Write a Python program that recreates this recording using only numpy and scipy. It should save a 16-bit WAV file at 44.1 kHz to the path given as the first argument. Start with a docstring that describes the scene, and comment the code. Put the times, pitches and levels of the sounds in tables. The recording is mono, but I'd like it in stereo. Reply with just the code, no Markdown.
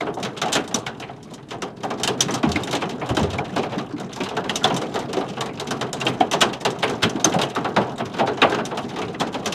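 """Inside a parked car, raindrops strike the roof and windows, from faint ones to heavy ones.
Each drop clicks on contact and shakes the thin panels: bands of noise that die fast in the treble, linger in the bass.
Every drop also rings the glass, and there are hollow roof knocks and clear taps: all decaying sines.
Weaker touches surround each single drop and random drops patter between, over steady cabin rumble and far rain hiss.
The cabin air lifts a few pitches."""
import sys
import numpy as np
from scipy import signal
from scipy.io import wavfile

SR = 44100
rng = np.random.default_rng(int(sys.argv[2]) if len(sys.argv) > 2 else 0)


def master(y):
    """Save y as 16-bit WAV."""
    cut = np.clip(np.atleast_2d(y).T, -1, 1)
    pcm = np.round(cut * 32767)  # scale
    wavfile.write(sys.argv[1], SR, pcm.astype(np.int16))


N = 420694   # length in samples

# All levels below are relative settings, before the cabin and the final rounding.
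# Single drops, loud and faint: t/s, crack level/dB, panel ring level/dB, glass tick level/dB
SINGLE_DROPS = [(.007, -22, -16.5, -41.5), (0.067, -21, -14.5, -86), (0.141, -53, -40, -39.5),
                (.171, -34, -18, -59), (0.2, -40, -30, -44), (0.228, -17.5, -24, -29),
                (.249, -17.5, -18.5, -32), (0.366, -24, -33, -54), (.374, -22, -34, -33.5),
                (0.416, -10, -14.5, -25), (.457, -24, -25, -39), (.482, -21, -18, -40),
                (.521, -24, -28, -27), (.528, -16, -18, -15.5), (0.553, -6, -12, -21), (.64, -35, -38, -44),
                (.677, -36, -28, -33), (.71, -30, -25, -48), (.744, -18, -16.5, -17.5),
                (.787, -39, -46, -37), (0.864, -15.5, -22, -33.5), (0.999, -30, -24, -37.5),
                (1.023, -17, -32, -70), (1.088, -29.5, -29, -67), (1.229, -46, -55, -42),
                (1.309, -47, -28.5, -47), (1.337, -38, -39, -34), (1.378, -33, -38, -65),
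                (1.487, -40, -51, -46), (1.507, -22, -24.5, -37.5), (1.528, -31, -23, -43),
                (1.621, -20.5, -16.5, -31), (1.833, -24, -14, -35), (1.903, -21, -16, -37),
                (1.998, -29, -19.5, -39), (2.034, -14.5, -22, -16.5), (2.076, -12, -12.5, -20),
                (2.207, -13.5, -21, -12.5), (2.283, -19, -15.5, -39), (2.308, -36, -37, -31),
                (2.34, -21, -15.5, -23.5), (2.43, -14, -11.5, -40), (2.49, -29, -18, -35),
                (2.517, -23, -33, -26), (2.557, -17, -20, -32), (2.635, -52, -53, -27.5),
                (2.673, -22, -20, -36), (2.711, -27, -23, -28), (2.728, -14, -12.5, -26),
                (2.751, -14.5, -39, -26.5), (2.82, -18, -15, -41), (2.893, -22, -30, -34),
                (3.014, -21, -15.5, -64), (3.06, -32, -25, -39), (3.091, -21, -12, -31),
                (3.149, -28, -39, -33.5), (3.168, -13, -10.5, -26.5), (3.194, -24, -19, -33),
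                (3.23, -22.5, -22, -32), (3.303, -24.5, -41, -37), (3.33, -20.5, -20.5, -38.5),
                (3.382, -22.5, -15, -38), (3.446, -26, -32, -51), (3.562, -17.5, -8.5, -33),
                (3.579, -16, -34, -37), (3.631, -19, -18.5, -43), (3.721, -19.5, -19.5, -48),
                (3.781, -20, -23, -38.5), (3.999, -33, -22.5, -36.5), (4.129, -33, -53, -37),
                (4.161, -30, -25, -32), (4.204, -17, -19, -36), (4.235, -22, -40, -32.5),
                (4.258, -19.5, -22, -44), (4.288, -21, -44, -35.5), (4.308, -29, -19.5, -53),
                (4.367, -18, -13.5, -35.5), (4.441, -22, -19.5, -47), (4.494, -16, -17.5, -30.5),
                (4.557, -17, -25, -20), (4.633, -32, -41, -34), (4.641, -10, -9, -24.5),
                (4.675, -20, -18, -35), (4.701, -15.5, -14, -46), (4.743, -28, -20, -34),
                (4.765, -24, -18, -23), (4.815, -22.5, -15, -34.5), (4.942, -27, -16.5, -32),
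                (4.956, -17, -17.5, -36), (4.991, -25, -21, -31), (5.13, -20.5, -15.5, -30),
                (5.169, -23, -15, -38), (5.187, -40, -33, -39), (5.209, -22, -19, -48),
                (5.287, -27, -36, -41), (5.335, -30, -34, -48), (5.369, -22.5, -19, -59),
                (5.408, -17.5, -16, -26.5), (5.459, -27.5, -24, -35), (5.598, -20.5, -21.5, -26),
                (5.672, -24, -42, -34.5), (5.708, -19, -14, -24.5), (5.811, -14, -13, -29.5),
                (5.93, -27, -23, -23), (6.003, -31, -33, -33), (6.011, -16.5, -18.5, -32),
                (6.053, -38, -11.5, -32), (6.065, -9.5, -16.5, -33), (6.082, -28, -21, -29.5),
                (6.205, -16.5, -16, -36.5), (6.313, -12, -20.5, -23.5), (6.333, -12, -11.5, -25.5),
                (6.407, -13, -20, -23), (6.414, -4, -8, -15.5), (6.531, -20, -26, -34),
                (6.61, -34, -26, -35), (6.65, -10, -10.5, -23.5), (6.704, -38, -29, -32),
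                (6.788, -49, -52, -37.5), (6.824, -18, -28, -37), (6.828, -6, -11, -32.5),
                (6.877, -18, -21, -40), (6.896, -24, -18, -32), (6.934, -31, -24, -46),
                (7.022, -18, -17, -36), (7.03, -7.5, -10, -20.5), (7.095, -31, -33, -33),
                (7.158, -28, -22, -46), (7.197, -25, -29, -41), (7.21, -45, -36, -41),
                (7.245, -12.5, -8, -13.5), (7.297, -49, -40, -36), (7.322, -16, -23, -43),
                (7.339, -23, -10.5, -31), (7.388, -16.5, -15, -31), (7.415, -12, -14.5, -23),
                (7.435, -25, -34, -33), (7.498, -27, -38, -38.5), (7.551, -37, -38, -31.5),
                (7.56, -15, -12, -42), (7.645, -16.5, -14.5, -44), (7.763, -9, -4, -33),
                (7.814, -24, -17, -44), (7.981, -34, -24.5, -34.5), (7.998, -18.5, -17.5, -53),
                (8.055, -28, -25, -39.5), (8.139, -26, -24, -43), (8.168, -30, -19, -44),
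                (8.186, -19, -13, -40), (8.194, -13, -12.5, -38), (8.261, -31, -22, -42),
                (8.273, -16, -11.5, -39), (8.373, -24.5, -21, -43), (8.417, -1, -5, -34),
                (8.497, -26, -16, -34.5), (8.52, -12.5, -15, -41), (8.546, -19, -14, -36.5),
                (8.586, -18, -15, -50), (8.653, -25.5, -30, -28), (8.712, -25, -16.5, -63),
                (8.773, -18, -16.5, -32), (8.891, -33, -47, -40), (8.96, -21, -19.5, -40),
                (8.987, -26, -20, -37), (9.016, -17.5, -23, -39), (9.143, -27, -35, -54),
                (9.2, -22, -19, -29), (9.206, -15.5, -12.5, -30), (9.271, -27, -28, -42),
                (9.327, -32, -34, -41), (9.342, -18, -16, -38), (9.459, -15.5, -14, -21),
                (9.524, -15, -22, -25.5)]
# Centres of the four parts of a drop, boom, ring, crack and tick: f/Hz
PART_HZ = [190, 700, 2500, 7000]
# Tone colour of the panels, added to those parts: f/Hz, level/dB
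PANEL_COLOUR = [(70, -32.5), (110, -17.5), (200, -10.5), (420, -18.5), (800, -16.5), (1400, -15),
                (2100, -19.5), (3200, -8.5), (4700, -9), (6500, -3.5), (8500, -14.5), (11000, -13.5),
                (15000, -51)]
# How the panels build and die: f/Hz, rise/s, t60/s, cabin tail level/dB, tail t60/s (t60: time to die by 60 dB)
PANEL_DECAY = [(79.5, 0.015, 0.092, -54, 0.38), (258, 0.0072, 0.32, -4, 0.39),
               (620, 0.0031, 0.17, -11.5, 0.65), (1950, 0.001, 0.11, -11.5, 0.29),
               (4700, 0.00071, 0.054, -12, 0.16), (13700, 0.00097, 0.037, -22, 0.19)]
# Ringing modes of the window glass: f/Hz, level/dB, t60/s
GLASS_MODES = [(3116, -5, 0.067), (3710, 2, 0.038), (4530, -18, 0.018), (5330, -8.5, 0.039),
               (6070, -2, 0.026), (7100, 0.5, 0.019), (8700, -7, 0.016), (11300, -20, 0.031)]
# Slow course of the pattering drops' loudness: t/s, level/dB
PATTER_LEVEL = [(0.0, -34.5), (1.43, -46), (2.26, -30), (4.22, -34), (4.33, -33.5), (9.54, -33.5)]
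# Pattering drops' boom, ring, crack and tick, added to that course: level/dB
PATTER_COLOUR = [-5.5, -6, -8, -23.5]
# Steady cabin rumble and far rain hiss: f/Hz, level/dB per Hz
RUMBLE = [(25, -84), (36, -78), (50, -81), (75, -76), (130, -64.5), (260, -67.5), (600, -97), (1700, -99),
          (4000, -104.5), (9000, -110), (15500, -130)]
# How alike the left and right noise are: f/Hz, likeness (1 = the same, 0 = unrelated)
LIKENESS = [(60, 1), (240, 0.97), (950, 0.65), (3770, 0.53), (15000, 0.64)]
# Stereo balance: f/Hz, left minus right level/dB
BALANCE = [(60, 3), (240, 4), (950, 2), (3770, 0), (15000, -0.5)]
# Resonances of the cabin air: f/Hz, width/Hz, level/dB of the part added to the sound
CABIN_MODES = [(131, 7.5, 0), (184, 6.3, -19), (420, 79, 4), (707, 176, -1), (1126, 24, -5.5)]
# Hollow knocks and plops where a drop meets the open roof: t/s, level/dB, centre f/Hz
ROOF_KNOCKS = [(.17, -24.5, 778), (.46, -21, 757), (0.742, -13.5, 220), (1.095, -32, 800),
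               (2.436, -5.5, 269.4), (2.466, -5, 174), (2.555, -10.5, 256), (3.103, -7, 124),
               (3.17, -11, 299), (3.213, -2.5, 175), (3.239, -20.5, 435), (3.769, -10.5, 256),
               (3.93, -13.5, 260), (4.201, -14, 295), (4.73, -12, 196), (5.167, -14, 402),
               (6.203, -9.5, 291), (6.208, -11.5, 754), (6.651, -13.5, 872), (7.033, -10, 140),
               (7.15, -11.5, 270), (7.268, -12, 262), (7.356, -10, 165.4), (7.763, -22, 866),
               (8.195, -19, 682), (8.205, -12, 680), (8.232, -16, 710), (8.422, -15.5, 433),
               (8.445, -11.5, 647), (9.202, -14, 187)]
# The whole roof answers the deepest hard knocks: f/Hz, level/dB added to the knock's, t60/s
ROOF_SWAY = (98, -18, 0.55)
# Clear taps where the struck spot rings around one pitch: t/s, level/dB, centre f/Hz
TAPS = [(.008, -18.5, 2140), (0.419, -18, 3370), (.528, -26, 3720), (0.744, -12, 5830), (.866, -18, 2230),
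        (1.621, -27, 2220), (2.075, -17.5, 3020), (2.206, -9, 5960), (2.208, -7.5, 3210),
        (2.308, -25, 6100), (2.518, -18, 4400), (2.56, -10.5, 2290), (3.169, -18, 3100), (3.386, -15, 2380),
        (4.206, -20, 2430), (4.208, -19, 1500), (4.495, -17.5, 3130), (4.495, -15, 1930),
        (4.557, -17, 6130), (4.643, -8.5, 3390), (5.709, -24, 5800), (5.813, -19.5, 3590),
        (6.014, -15, 2730), (6.067, -6.5, 2910), (6.207, -12, 3300), (6.414, -4, 3560), (6.421, -4, 3050),
        (6.533, -24, 3030), (6.652, -21, 3980), (7.037, -11, 3130), (7.096, -26, 6000), (7.098, -28, 3200),
        (7.245, -2.5, 6040), (7.434, -16, 3080), (7.765, -15, 1840), (8.418, -6, 3670), (8.425, -8, 2870),
        (8.523, -15, 1554), (9.146, -24, 1950), (9.208, -13, 3280), (9.459, -19, 3430)]

BOOM_DB = -12   # roof boom, relative to the panel ring
TAP_T60_S, KNOCK_T60_S = 0.031, 0.1
DEEP_HZ, HARD_DB = 200, -10   # knocks below this pitch and above this level sway the roof
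SNAP_DB, SNAP_SCATTER_DB = -6.5, -0.5   # contact click relative to the crack, and its random scatter
SNAP_BAND_HZ = (1300, 7940)
GLASS_DB, GLASS_SCATTER_DB = -11, 5   # level added to the ticks, and its random scatter
GLASS_SPLIT = 0.02   # each glass mode is a pair, this share of its pitch apart
TOUCH_SPAN_S, TOUCH_LEAD_S = 0.02, 0.0027   # time span of the weaker touches, and how early it starts
TOUCH_DB, TOUCH_LOSS_DB = -10.5, 3.5   # touches relative to their drop, and loss by the span's end
PATTER_PER_S = 110   # average number of pattering drops per second
CUTOFF_HZ = 16600   # the treble is fully cut from here up


def from_db(db):
    """Turn dB into a gain."""
    return 10 ** (np.asarray(db) / 20)


def at_hz(points, hz):
    """Read every column of a table at one frequency, on a logarithmic pitch scale."""
    rows = np.array(points, float)
    return [np.interp(np.log(hz), np.log(rows[:, 0]), column) for column in rows[:, 1:].T]


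def sides(db, pan_db):
    """Left and right levels in dB, pan_db apart."""
    return np.array([db + pan_db / 2, db - pan_db / 2])


def balance_gains(hz):
    """Left and right gains at one frequency, as a column."""
    return from_db(sides(0, at_hz(BALANCE, hz)[0]))[:, None]


def fade(power, t60):
    """Power that dies by 60 dB in t60 seconds, as damping drains it."""
    return signal.lfilter([1], [1, -from_db(-120 / (max(t60, .01) * SR))], power)


def ring(clicks, hz, t60):
    """A resonance: each unit click starts a dying sine of height 1."""
    r = from_db(-60 / (t60 * SR))
    w = 2 * np.pi * hz / SR
    return signal.lfilter([0, np.sin(w)], [1, -2 * r * np.cos(w), r * r], clicks + 1e-18)


def single_drops_and_touches():
    """Four weaker touches surround each single drop, from just before it to shortly after: times and levels."""
    s, crack, panel, tick = np.transpose(SINGLE_DROPS)[:4]
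    times = [s]
    parts = [np.array([panel + BOOM_DB, panel, crack, tick])]
    for late, strong in rng.random((400, 2, 4))[:len(s)].T:
        times.append(s - TOUCH_LEAD_S + TOUCH_SPAN_S * late)
        parts.append(parts[0] + TOUCH_DB - TOUCH_LOSS_DB * late + 2.0 * (strong - .5))
    return times, parts


def all_drops():
    """Join single drops, touches and random patter: sample index, part levels, pan and unevenness in dB."""
    times, parts = single_drops_and_touches()
    gap, size, place, *tone = rng.random((3000, 7)).T
    patter_s = np.cumsum(-np.log(gap + 1e-9)) / PATTER_PER_S   # random gaps
    heard = patter_s < N / SR
    patter_db = np.interp(patter_s, *np.transpose(PATTER_LEVEL)) - 1.33 * np.log(size + 0.06)
    spot_db = 13.0 * (np.array(tone) - .5)   # each lands on another spot
    patter = patter_db + np.array(PATTER_COLOUR)[:, None] + spot_db
    at = (np.hstack(times + [patter_s[heard]]) * SR).astype(int)
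    uneven = np.where(np.arange(len(at)) < len(times[0]), 2.2, 5.0)   # single drops vary less
    pan = 1.3 * (place[:len(at)] - .5)
    return np.clip(at, 0, N - 1), np.hstack(parts + [patter[:, heard]]), pan, uneven


def panel_power(at, level, hz):
    """Each blow's power spreads through the panel, then dies, with a weaker tail in the cabin."""
    blows = np.full(N, 1e-18)
    np.add.at(blows, at, from_db(2 * level))   # doubled dB gives power
    rise, t60, tail_db, tail_t60 = at_hz(PANEL_DECAY, hz)
    slow = np.exp(-1 / (max(rise, 1e-4) * SR))
    built = signal.lfilter([(1 - slow) ** 2], [1, -2 * slow, slow ** 2], blows)
    return fade(built, t60) + from_db(2 * tail_db) * fade(built, tail_t60)


def panels_and_rumble(at, parts, pan, uneven):
    """Dense panel modes act as third-octave noise, whose power follows the drops above the rumble."""
    edges = 32 * 2 ** (np.arange(28) / 3)   # Hz
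    spots = rng.standard_normal((3600, len(edges)))[:len(at)]   # each spot drives the bands unevenly
    white = rng.standard_normal((2, 2, N))
    out = np.zeros((2, N))
    for k, (low, high) in enumerate(zip(edges, edges[1:])):
        hz = np.sqrt(low * high)
        band = signal.butter(2, [low, high], "band", fs=SR, output="sos")
        mid, side = signal.sosfilt(band, white[k % 2])
        alike = np.clip(at_hz(LIKENESS, hz)[0], 0, 1)
        stereo = np.sqrt(1 + alike) * mid + np.sqrt(1 - alike) * side * [[1], [-1]]
        noise = stereo / mid.std() / np.sqrt(2)
        # blend the parts of the drop on either side of this band
        place = np.interp(np.log(hz), np.log(PART_HZ), range(4))
        weights = np.maximum(1 - np.abs(place - np.arange(4)), 0)
        level = weights @ parts + at_hz(PANEL_COLOUR, hz)[0] + uneven * spots[:, k]
        power = panel_power(at, level, hz) + rumble_power(low, high)
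        out += noise * np.sqrt(power) * balance_gains(hz)
    return out


def contact_snaps(at, parts, pan, uneven):
    """Every drop begins with a needle-sharp click of contact, kept within a treble band."""
    strong, sign = rng.standard_normal((3600, 2))[:len(at)].T
    clicks = np.full((2, N), 1e-18)
    level = parts[2] + SNAP_DB + SNAP_SCATTER_DB * strong
    for channel, db in enumerate(sides(level, pan)):
        np.add.at(clicks[channel], at, np.sign(sign) * from_db(db))
    band = signal.butter(2, SNAP_BAND_HZ, "band", fs=SR, output="sos")
    return signal.sosfilt(band, clicks)


def ringing_hits(rows, spread, cycles):
    """Each hit (t/s, level/dB, f/Hz, t60/s) rings four close modes, which beat and differ left and right."""
    out = np.zeros((2, N + SR))
    for (s, db, hz, t60), (detune, phase, turn) in zip(rows, rng.random((400, 3, 4))):
        t = np.arange(int(np.clip(t60, .01, 1) * SR)) / SR
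        build = (1 - np.exp(-t * hz / cycles)) ** 2   # takes a few cycles
        shape = build * from_db(db - 4.5 - 60 * t / t60)
        pitches = hz + min(spread * hz, 500.0) * (detune - .5)
        start = 2 * np.pi * phase + 0.96 * (turn - .5) * [[1], [-1]]
        modes = np.sin(2 * np.pi * pitches[:, None] * t + start[..., None]).sum(axis=1)
        first = int(s * SR)
        out[:, first:first + len(t)] += balance_gains(hz) * shape * modes
    return out[:, :N]


def roof_knocks():
    """Drops knock the open roof into a hollow ring; deep, hard knocks also sway the whole roof."""
    rows = [(s, db, hz, KNOCK_T60_S) for s, db, hz in ROOF_KNOCKS]
    sway_hz, sway_db, sway_t60 = ROOF_SWAY
    rows += [(s, db + sway_db, sway_hz, sway_t60)
             for s, db, hz in ROOF_KNOCKS if hz < DEEP_HZ and db > HARD_DB]
    return ringing_hits(rows, spread=0.564, cycles=1.2)


def clear_taps():
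    """The struck spot rings briefly around one pitch."""
    return ringing_hits([(*tap, TAP_T60_S) for tap in TAPS], spread=0.2, cycles=1.1)


def glass(at, parts, pan, uneven):
    """Every drop's tick rings the window's paired modes, each with a random strength and side."""
    out = np.zeros((2, N))
    luck = rng.standard_normal((3600, 2, 2 * len(GLASS_MODES)))[:len(at)]
    pairs = [(hz * (1 + half * GLASS_SPLIT), db, t60)
             for hz, db, t60 in GLASS_MODES for half in (-.5, .5)]
    for (hz, mode_db, t60), (own, lean) in zip(pairs, luck.T):
        clicks = np.zeros((2, N))
        level = parts[3] + mode_db + GLASS_DB + GLASS_SCATTER_DB * own
        for channel, db in enumerate(sides(level, 4.0 * lean)):
            np.add.at(clicks[channel], at, from_db(db))
        out += ring(clicks, hz, t60)
    return out


def rumble_power(low, high):
    """Steady rumble and hiss: power per Hz times the width of the band."""
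    return from_db(2 * at_hz(RUMBLE, np.sqrt(low * high))[0]) * (high - low)


def cabin(x):
    """The air in the cabin resonates and lifts a few pitches."""
    out = x.copy()
    for hz, width_hz, level_db in CABIN_MODES:
        r = np.exp(-np.pi * width_hz / SR)
        top = np.array([1, 0, -1]) * (1 - r * r) / 2
        bottom = [1, -2 * r * np.cos(2 * np.pi * hz / SR), r * r]
        out += from_db(level_db) * signal.lfilter(top, bottom, x)
    return out


def scene():
    """Panels, contact clicks, taps, roof and glass add up, heard through the cabin air."""
    drops = all_drops()
    strikes = panels_and_rumble(*drops) + contact_snaps(*drops)
    strikes += clear_taps() + roof_knocks() + glass(*drops)
    return cabin(strikes)


def record(dry):
    """Round off the loudest peaks, then cut the top of the treble."""
    rounded = dry / (1 + np.abs(dry) ** 4) ** .25
    return signal.sosfilt(signal.cheby2(14, 90, CUTOFF_HZ, fs=SR, output="sos"), rounded)


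dry = scene()
out = record(dry)
master(out)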